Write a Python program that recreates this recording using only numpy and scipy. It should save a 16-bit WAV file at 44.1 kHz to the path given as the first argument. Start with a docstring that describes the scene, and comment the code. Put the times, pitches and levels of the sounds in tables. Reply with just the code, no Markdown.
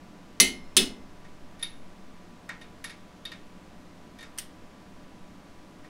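"""Torque wrench on a wheel hub

A click-type wrench tightens nuts under the wheel arch of a car in a small garage. It breaks over and snaps
back, each time jolting the suspension; then the socket is pulled off, clinks onto the next nut and the ratchet
catches. Decaying modes give the rings, shaped noise bursts the cracks, scrapes and snaps, and filtered noise
the deep rumble and the ventilation, which also has faint steady tones. Echoes of arch and garage follow."""
import sys
import numpy as np
from scipy import signal
from scipy.fft import rfft, irfft
from scipy.io import wavfile

SR = 44100
rng = np.random.default_rng(int(sys.argv[2]) if len(sys.argv) > 2 else 0)


def put_to_file(sound):
    """Save the sound as 16-bit audio at rate SR, in the file named by the first command-line argument."""
    columns = np.atleast_2d(sound).T  # one column per channel
    safe = np.clip(columns, -1, 1)
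    whole_steps = np.round(safe * 32767)
    wavfile.write(sys.argv[1], SR, whole_steps.astype(np.int16))


N = 259749
AGE = np.arange(2 ** 15) / SR   # seconds since a blow

# All colours are relative spectra, and all mode levels are relative to the level of the blow.
# rush of air through the ventilation: hz, level_db
AIR_COLOUR = [(12, 9), (35, -13), (70, -7), (130, -7.5), (185, 3.5), (240, -1.5), (295, 0.5), (380, -7.5),
              (700, -10.5), (1100, -13.5), (2000, -18), (6000, -27.5), (9500, -34), (15500, -43.5)]
# steady motor tones: pitch_hz, rms_level_db
MOTOR_TONES = [(59.2, -65), (99.9, -66), (177.6, -64), (602.9, -68), (716, -71.5), (990.5, -68),
               (1163, -71)]
# the wrench breaks over, then snaps back: start_s, crack_db, ring_db, jolt_db
CLICKS = [(0.4001, -7.5, -21.5, -25.5), (0.7667, -8, -27, -24)]
# colour of the crack on breaking over: hz, level_db
BREAK_COLOUR = [(300, -16.5), (800, -13), (1300, -14.5), (1780, -13), (2000, -0.5), (2900, -6.5),
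                (4400, 3.5), (5200, -7), (6100, 2.5), (7000, -8), (7750, 0), (9200, -10), (11500, -11),
                (15500, -14.5)]
# colour of the crack on snapping back: hz, level_db
RESET_COLOUR = [(300, -16.5), (800, -15.5), (1600, -9), (1950, -4), (2300, -5), (3400, 2.5), (4600, -0.5),
                (5600, -3), (6500, -3), (7100, -7), (8700, 1), (10100, 0.5), (11200, -11.5), (15500, -15)]
# modes of the wrench's steel tube and head: pitch_hz, break_db, reset_db, t60_s
WRENCH_MODES = [(1850, -8.5, -9.5, 0.25), (2072, 0.5, -18, 0.1707), (2058, -21, -20, 0.71),
                (2138, -6.5, -15, .42), (2550, -8, -19.5, 0.18), (2605, -3.5, 3, 0.22),
                (2939, -5, -1.5, 0.29), (3106, -5, -12.5, 0.26), (3274, -15, 9.5, 0.12),
                (3520, -14, 10.5, 0.13), (3600, -15, 5, 0.15), (3840, -12, 5, 0.11),
                (4153, -30.5, -36, 0.71), (4150, -6, -12, 0.11), (4140, -3.5, -6.5, 0.15),
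                (4320, -3, -2, 0.12), (5200, -16, 0, 0.23), (5254, -36.5, -39.5, 1.3),
                (7750, -3, -19.5, 0.052), (8760, -10.5, -0.5, .07), (9856, 9, -0.5, 0.18),
                (10460, 5, -28, 0.14)]
# near surfaces of the wheel arch: delay_s, share of the burst's amplitude
ARCH_ECHOES = [(.0029, .3), (.0046, 0.36), (.0063, .45), (0.0121, .22)]
# reverberation time of the garage: hz, t60_s
GARAGE_T60 = [(150, 0.72), (800, .42), (2200, 0.27), (4500, .28), (8000, 0.22), (15000, .2)]
# strong modes of hub and suspension: pitch_hz, level_db, t60_s
SUSPENSION_MODES = [(198.6, 0.5, .22), (236, -10.5, .3), (262, -6.5, 0.59), (373.7, -3, 0.3)]
# blur of the suspension's many weaker modes: hz, level_db
THUD_COLOUR = [(90, -23.5), (140, -18.5), (180, -0.5), (260, -0.5), (320, -7.5), (410, -3), (500, -16.5),
               (800, -21), (1500, -40.5), (6000, -79.5)]
# modes of socket and stud, ringing freely: pitch_hz, level_db, t60_s
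SOCKET_MODES = [(926, -18, 0.13), (1100, -23, 0.05), (1402, -17.5, 0.24), (1675, -16, 0.35),
                (1844, -7.5, 0.18), (1856, 3.5, 0.1), (2130, -19, 0.18), (2139, -16.5, 0.27),
                (2240, -12.5, 0.4), (2610, -24, 0.29), (3540, -27, 0.097), (3645, -2, 0.095),
                (3630, -4.5, 0.035), (3695, -2.5, 0.15), (3880, -15, 0.092), (4522, -14.5, 0.2),
                (4550, -17, 0.11), (4840, -11, .1), (7360, -20, .14)]
# cluster of high modes of the nut: multiple of its ping, level_db, t60_s
NUT_MODES = [(.975, -8, 0.033), (0.992, -16, .04), (1, -0.5, 0.052), (1.002, -34, 0.64), (1.011, -4, .05),
             (1.035, -14, .04)]
# the ping rises and is choked as the socket is pushed home: time_s, pitch_hz, share of the nut's t60
PING_COURSE = [(1.63, 10480, 0.98), (2.84, 10600, 0.75), (3.28, 11100, 0.43)]
# centres of the ranges that a touch excites: low, middle, high (two) and ping, in hz
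RANGE_HZ = [1900, 3500, 7000, 9300, 10400]
# colour of the scrape, before the touch weights its ranges: hz, level_db
TICK_COLOUR = [(300, -15), (900, -5.5), (1400, 0), (1850, 3), (2250, 4), (2900, -0.5), (3650, 0.5),
               (4500, -1.5), (5600, -2), (7500, -8.5), (9000, -7), (9800, -16), (10800, -11), (12500, -32),
               (15500, -37)]
# socket knocks against nut; an edge hit trades low ring for ping, a hit on the open rim brings out
# the bell-like middle modes: start_s, strength_db, edge_db, bell_db, contact_s
KNOCKS = [(1.245, -57.5, -17, -3, .018), (1.6266, -35, 12, 8.5, 0.0019), (2.4914, -40.5, -35, -2, .0016),
          (2.8411, -34, 5.5, -1, 0.0078), (2.905, -50, 0, -3, .002), (3.2528, -41, 2.5, 12.5, 0.0016),
          (4.227, -44.5, -4, -2.5, .003), (5.842, -55, -18, -7, .015)]
# the socket slides along the nut before it knocks: start_s, strength_db, edge_db, contact_s
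SLIDES = [(1.592, -51.5, 5, 0.019), (4.187, -47, 1, 0.0083)]
# the socket drops back onto the nut after a knock: start_s, strength_db
SETTLES = [(2.6125, -45), (2.896, -41), (3.317, -40)]
# the ratchet pawl slides and drops: start_s, level_db
PAWL_SNAPS = [(4.377, -42), (4.385, -27)]
# colour of the pawl's snap: hz, level_db
PAWL_COLOUR = [(300, -20.5), (900, -28), (1350, -7), (1850, 5.5), (2400, -5.5), (2950, 4), (4200, -1.5),
               (5500, 0.5), (6600, -7), (7800, -4.5), (8650, 7.5), (9300, 0.5), (11500, -3), (15500, -13)]


def from_db(db):
    """Level and amplitude: twenty decibels are a factor of ten."""
    return 10 ** (np.asarray(db) / 20)


def at_hz(points, hz):
    """Logarithmic frequency scale: a table is read between its points along equal pitch steps."""
    known, values = np.transpose(points)
    return np.interp(np.log(np.maximum(hz, 1)), np.log(known), values)


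def noise(colour, size):
    """Spectral shaping: white noise is weighted by the colour and scaled to rms 1."""
    gain = from_db(at_hz(colour, np.fft.rfftfreq(size, 1 / SR)))
    x = irfft(rfft(rng.standard_normal(size)) * gain, size)
    return x / x.std()


def fade(t60):
    """Exponential damping: a free decay falls by 60 dB in t60 seconds."""
    return np.exp(-np.log(1000) * AGE / t60)


def swell(rise):
    """Build-up of energy during a contact, with time constant rise in seconds."""
    return 1 - np.exp(-AGE / rise)


def ring(hz, db, t60):
    """Modal superposition: one blow sets damped modes going together."""
    out = np.zeros(len(AGE))
    for pitch_hz, level_db, decay_s in zip(hz, db, t60):
        phase = rng.uniform(-1.1, 1)
        out += from_db(level_db) * fade(decay_s) * np.sin(2 * np.pi * pitch_hz * AGE + phase)
    return out


def tap(t60):
    """Hard impact: the instant steel meets steel is a few milliseconds of bright noise."""
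    colour = [(500, -16), (2000, -13), (9000, 6), (12000, 4), (15500, -9)]
    return noise(colour, len(AGE)) * fade(t60)


def add(track, s, sound):
    """Linear superposition: a sound is added to the track from time s."""
    start = round(s * SR)
    track[start:start + len(sound)] += sound[:len(track) - start]


def garage_decay(colour, build_up):
    """Diffuse reverberation: coloured noise decays band by band, the bass lasting longest."""
    hz = np.fft.rfftfreq(len(AGE), 1 / SR)
    spectrum = rfft(noise(colour, len(AGE)))
    edges = np.geomspace(100, SR / 2, 11)
    decay = np.zeros(len(AGE))
    for low, high in zip(edges, edges[1:]):
        band = irfft(spectrum * (hz >= low) * (hz < high))
        decay += band * fade(at_hz(GARAGE_T60, np.sqrt(low * high)))
    return decay * swell(build_up)


def crack(colour, t60, room_db):
    """High modal density: heavily damped modes blur into a burst, which panels and garage return."""
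    burst = noise(colour, len(AGE)) * fade(t60)
    out = burst.copy()
    for delay_s, share in ARCH_ECHOES:
        add(out, delay_s, share * burst)
    return out + from_db(room_db) * garage_decay(colour, build_up=0.0016)


def ventilation(air_db):
    """Broadband flow noise with steady sinusoidal motor tones."""
    t = np.arange(N) / SR
    out = from_db(air_db) * noise(AIR_COLOUR, N)
    for hz, rms_db in MOTOR_TONES:
        out += np.sqrt(2) * from_db(rms_db) * np.sin(2 * np.pi * (hz * t + rng.random()))
    return out


def rumble(rest_db, swell_db, attack_s, hold_s, release_s):
    """Amplitude envelope: noise at the bottom of hearing rises with the first click, holds and dies back."""
    corners = CLICKS[0][0] + np.cumsum([0, attack_s, hold_s, release_s])
    level_db = np.interp(np.arange(N) / SR, corners, [rest_db, swell_db, swell_db, rest_db])
    colour = [(4, 2), (11, 2), (24, -29.5), (45, -28.0), (100, -51.0), (2000, -120)]
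    return from_db(level_db) * noise(colour, N)


def wrench(crack_t60, room_db):
    """Modal excitation: the toggle slams into one tube wall, then the other, weighting the modes anew."""
    cracks, rings = np.zeros((2, N))
    hz, break_db, reset_db, t60 = np.transpose(WRENCH_MODES)
    blows = zip(CLICKS, (BREAK_COLOUR, RESET_COLOUR), (break_db, reset_db))
    for (s, crack_db, ring_db, _), colour, mode_db in blows:
        add(cracks, s, from_db(crack_db) * crack(colour, crack_t60, room_db))
        add(rings, s, ring(hz, ring_db + mode_db, t60) * swell(.002))
    return cracks, rings


def suspension(rise, thud_db, thud_t60, shudder_db, shudder_delay, shudder_t60):
    """Inertia: each click jolts the hub, and the heavy car body follows with a deep shudder."""
    out = np.zeros(N)
    shudder_colour = [(12, 0.5), (45, 1), (65, -4), (100, -20.0), (500, -52.5), (4000, -100)]
    for s, _, _, jolt_db in CLICKS:
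        thud = from_db(thud_db) * noise(THUD_COLOUR, len(AGE)) * fade(thud_t60)
        jolt = ring(*np.transpose(SUSPENSION_MODES)) + thud
        add(out, s, from_db(jolt_db) * jolt * swell(rise) ** 2)
        shudder = noise(shudder_colour, len(AGE)) * fade(shudder_t60)
        add(out, s + shudder_delay, from_db(jolt_db + shudder_db) * shudder * swell(rise))
    return out


def touch(s, db, edge_db, bell_db, contact):
    """Point of excitation: edge and bell of a hit set the level of each range and of the scrape."""
    low_db = db - 0.32 * edge_db      # dB of low ring lost per dB of edge
    middle_db = db + bell_db
    high_db = db - 2
    ping_db = db + edge_db
    rough_db = -0.29 * bell_db        # dB of scrape lost per dB of bell
    return s, low_db, middle_db, high_db, ping_db, rough_db, contact


def contacts(count, graze_gap_s, graze_bell_db, settle_contact_s):
    """Repeated contact: knocks, equally dull settling, and count grazes for each slide."""
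    touches = [touch(*row) for row in KNOCKS]
    for s, db in SETTLES:
        # low, middle, high, ping and roughness
        touches.append((s, db - 1, db + 0.5, db - 7, db - 7, 0, settle_contact_s))
    for s, db, edge_db, contact in SLIDES:
        for k in range(count):
            touches.append(touch(s + k * graze_gap_s, db, edge_db, graze_bell_db, contact))
    return touches


def socket(tick_t60, tick_db, tap_db, room_db, ring_rise, seated_s, seated_share):
    """Selective excitation: the place of a touch weights the modes; load on the nut shifts its ping."""
    ticks, rings = np.zeros((2, N))
    hz, mode_db, t60 = np.transpose(SOCKET_MODES)
    multiple, nut_db, nut_t60 = np.transpose(NUT_MODES)
    ping_s, ping_pitches, ping_shares = np.transpose(PING_COURSE)
    tick_hz, colour_db = np.transpose(TICK_COLOUR)
    even_hz = np.fft.rfftfreq(len(AGE), 1 / SR)
    touches = contacts(count=2, graze_gap_s=.02, graze_bell_db=1, settle_contact_s=.005)
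    for s, low_db, middle_db, high_db, ping_db, rough_db, contact in touches:
        strength = list(zip(RANGE_HZ, (low_db, middle_db, high_db, high_db, ping_db)))
        # pressed onto a nut, the socket rings shorter
        free = 1 if s < seated_s else seated_share
        socket_tones = ring(hz, mode_db + at_hz(strength, hz), free * t60)
        ping_hz = np.interp(s, ping_s, ping_pitches)
        ping_share = np.interp(s, ping_s, ping_shares)
        nut_tones = ring(multiple * ping_hz, nut_db + ping_db, ping_share * nut_t60)
        add(rings, s, (socket_tones + nut_tones) * swell(ring_rise + contact / 2))
        # the scrape is coloured by the same strengths, and its level follows from that colour
        colour = list(zip(tick_hz, colour_db + at_hz(strength, tick_hz)))
        gain = from_db(at_hz(colour, even_hz) + tick_db + rough_db)
        level = np.sqrt(np.mean(gain ** 2))
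        scrape = crack(colour, tick_t60 + 2 * contact, room_db)
        add(ticks, s, level * scrape * swell(contact / 10))
        # the longer the contact, the weaker its first tap
        add(ticks, s, from_db(high_db + tap_db) * np.exp(-contact / 0.0062) * tap(0.011))
    return ticks, rings


def pawl(snap_t60, room_db, tap_db):
    """Impulsive contact: the pawl makes a bright, dry snap inside the ratchet head."""
    out = np.zeros(N)
    for s, db in PAWL_SNAPS:
        snap = crack(PAWL_COLOUR, snap_t60, room_db) + from_db(tap_db) * tap(0.0054)
        add(out, s, from_db(db) * snap)
    return out


def garage_echoes(ringing, level_db):
    """Convolution: the ringing excites a diffuse decay of unit energy."""
    garage = garage_decay([(100, 0), (15000, 0)], build_up=.002)
    return from_db(level_db) * signal.fftconvolve(ringing, garage / np.linalg.norm(garage))[:N]


def scene():
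    """Superposition of the background, the tools at the hub and their echoes."""
    background = ventilation(air_db=-50.5)
    background += rumble(rest_db=-55, swell_db=-44, attack_s=.25, hold_s=1.1, release_s=.7)
    cracks, wrench_rings = wrench(crack_t60=0.039, room_db=-10.0)
    jolts = suspension(rise=.006, thud_db=-4.5, thud_t60=0.51,
                       shudder_db=-18.5, shudder_delay=.03, shudder_t60=.8)
    ticks, socket_rings = socket(tick_t60=0.027, tick_db=4, tap_db=1, room_db=-5.0,
                                 ring_rise=0.0023, seated_s=2.0, seated_share=0.69)
    snaps = pawl(snap_t60=0.033, room_db=-13, tap_db=-14)
    ringing = wrench_rings + from_db(1.5) * socket_rings
    echoes = garage_echoes(ringing, level_db=-10.5)
    return (background + cracks + jolts + ticks + snaps + ringing + echoes)[None]


def record(dry):
    """Saturation and band limiting: the loudest peaks are rounded and the top is cut."""
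    rounded = 1.236 * np.tanh(dry / 1.17)
    low_pass = signal.ellip(10, .1, 80, 15700, fs=SR, output="sos")   # cutoff in Hz
    return signal.sosfilt(low_pass, rounded)


dry = scene()
out = record(dry)
put_to_file(out)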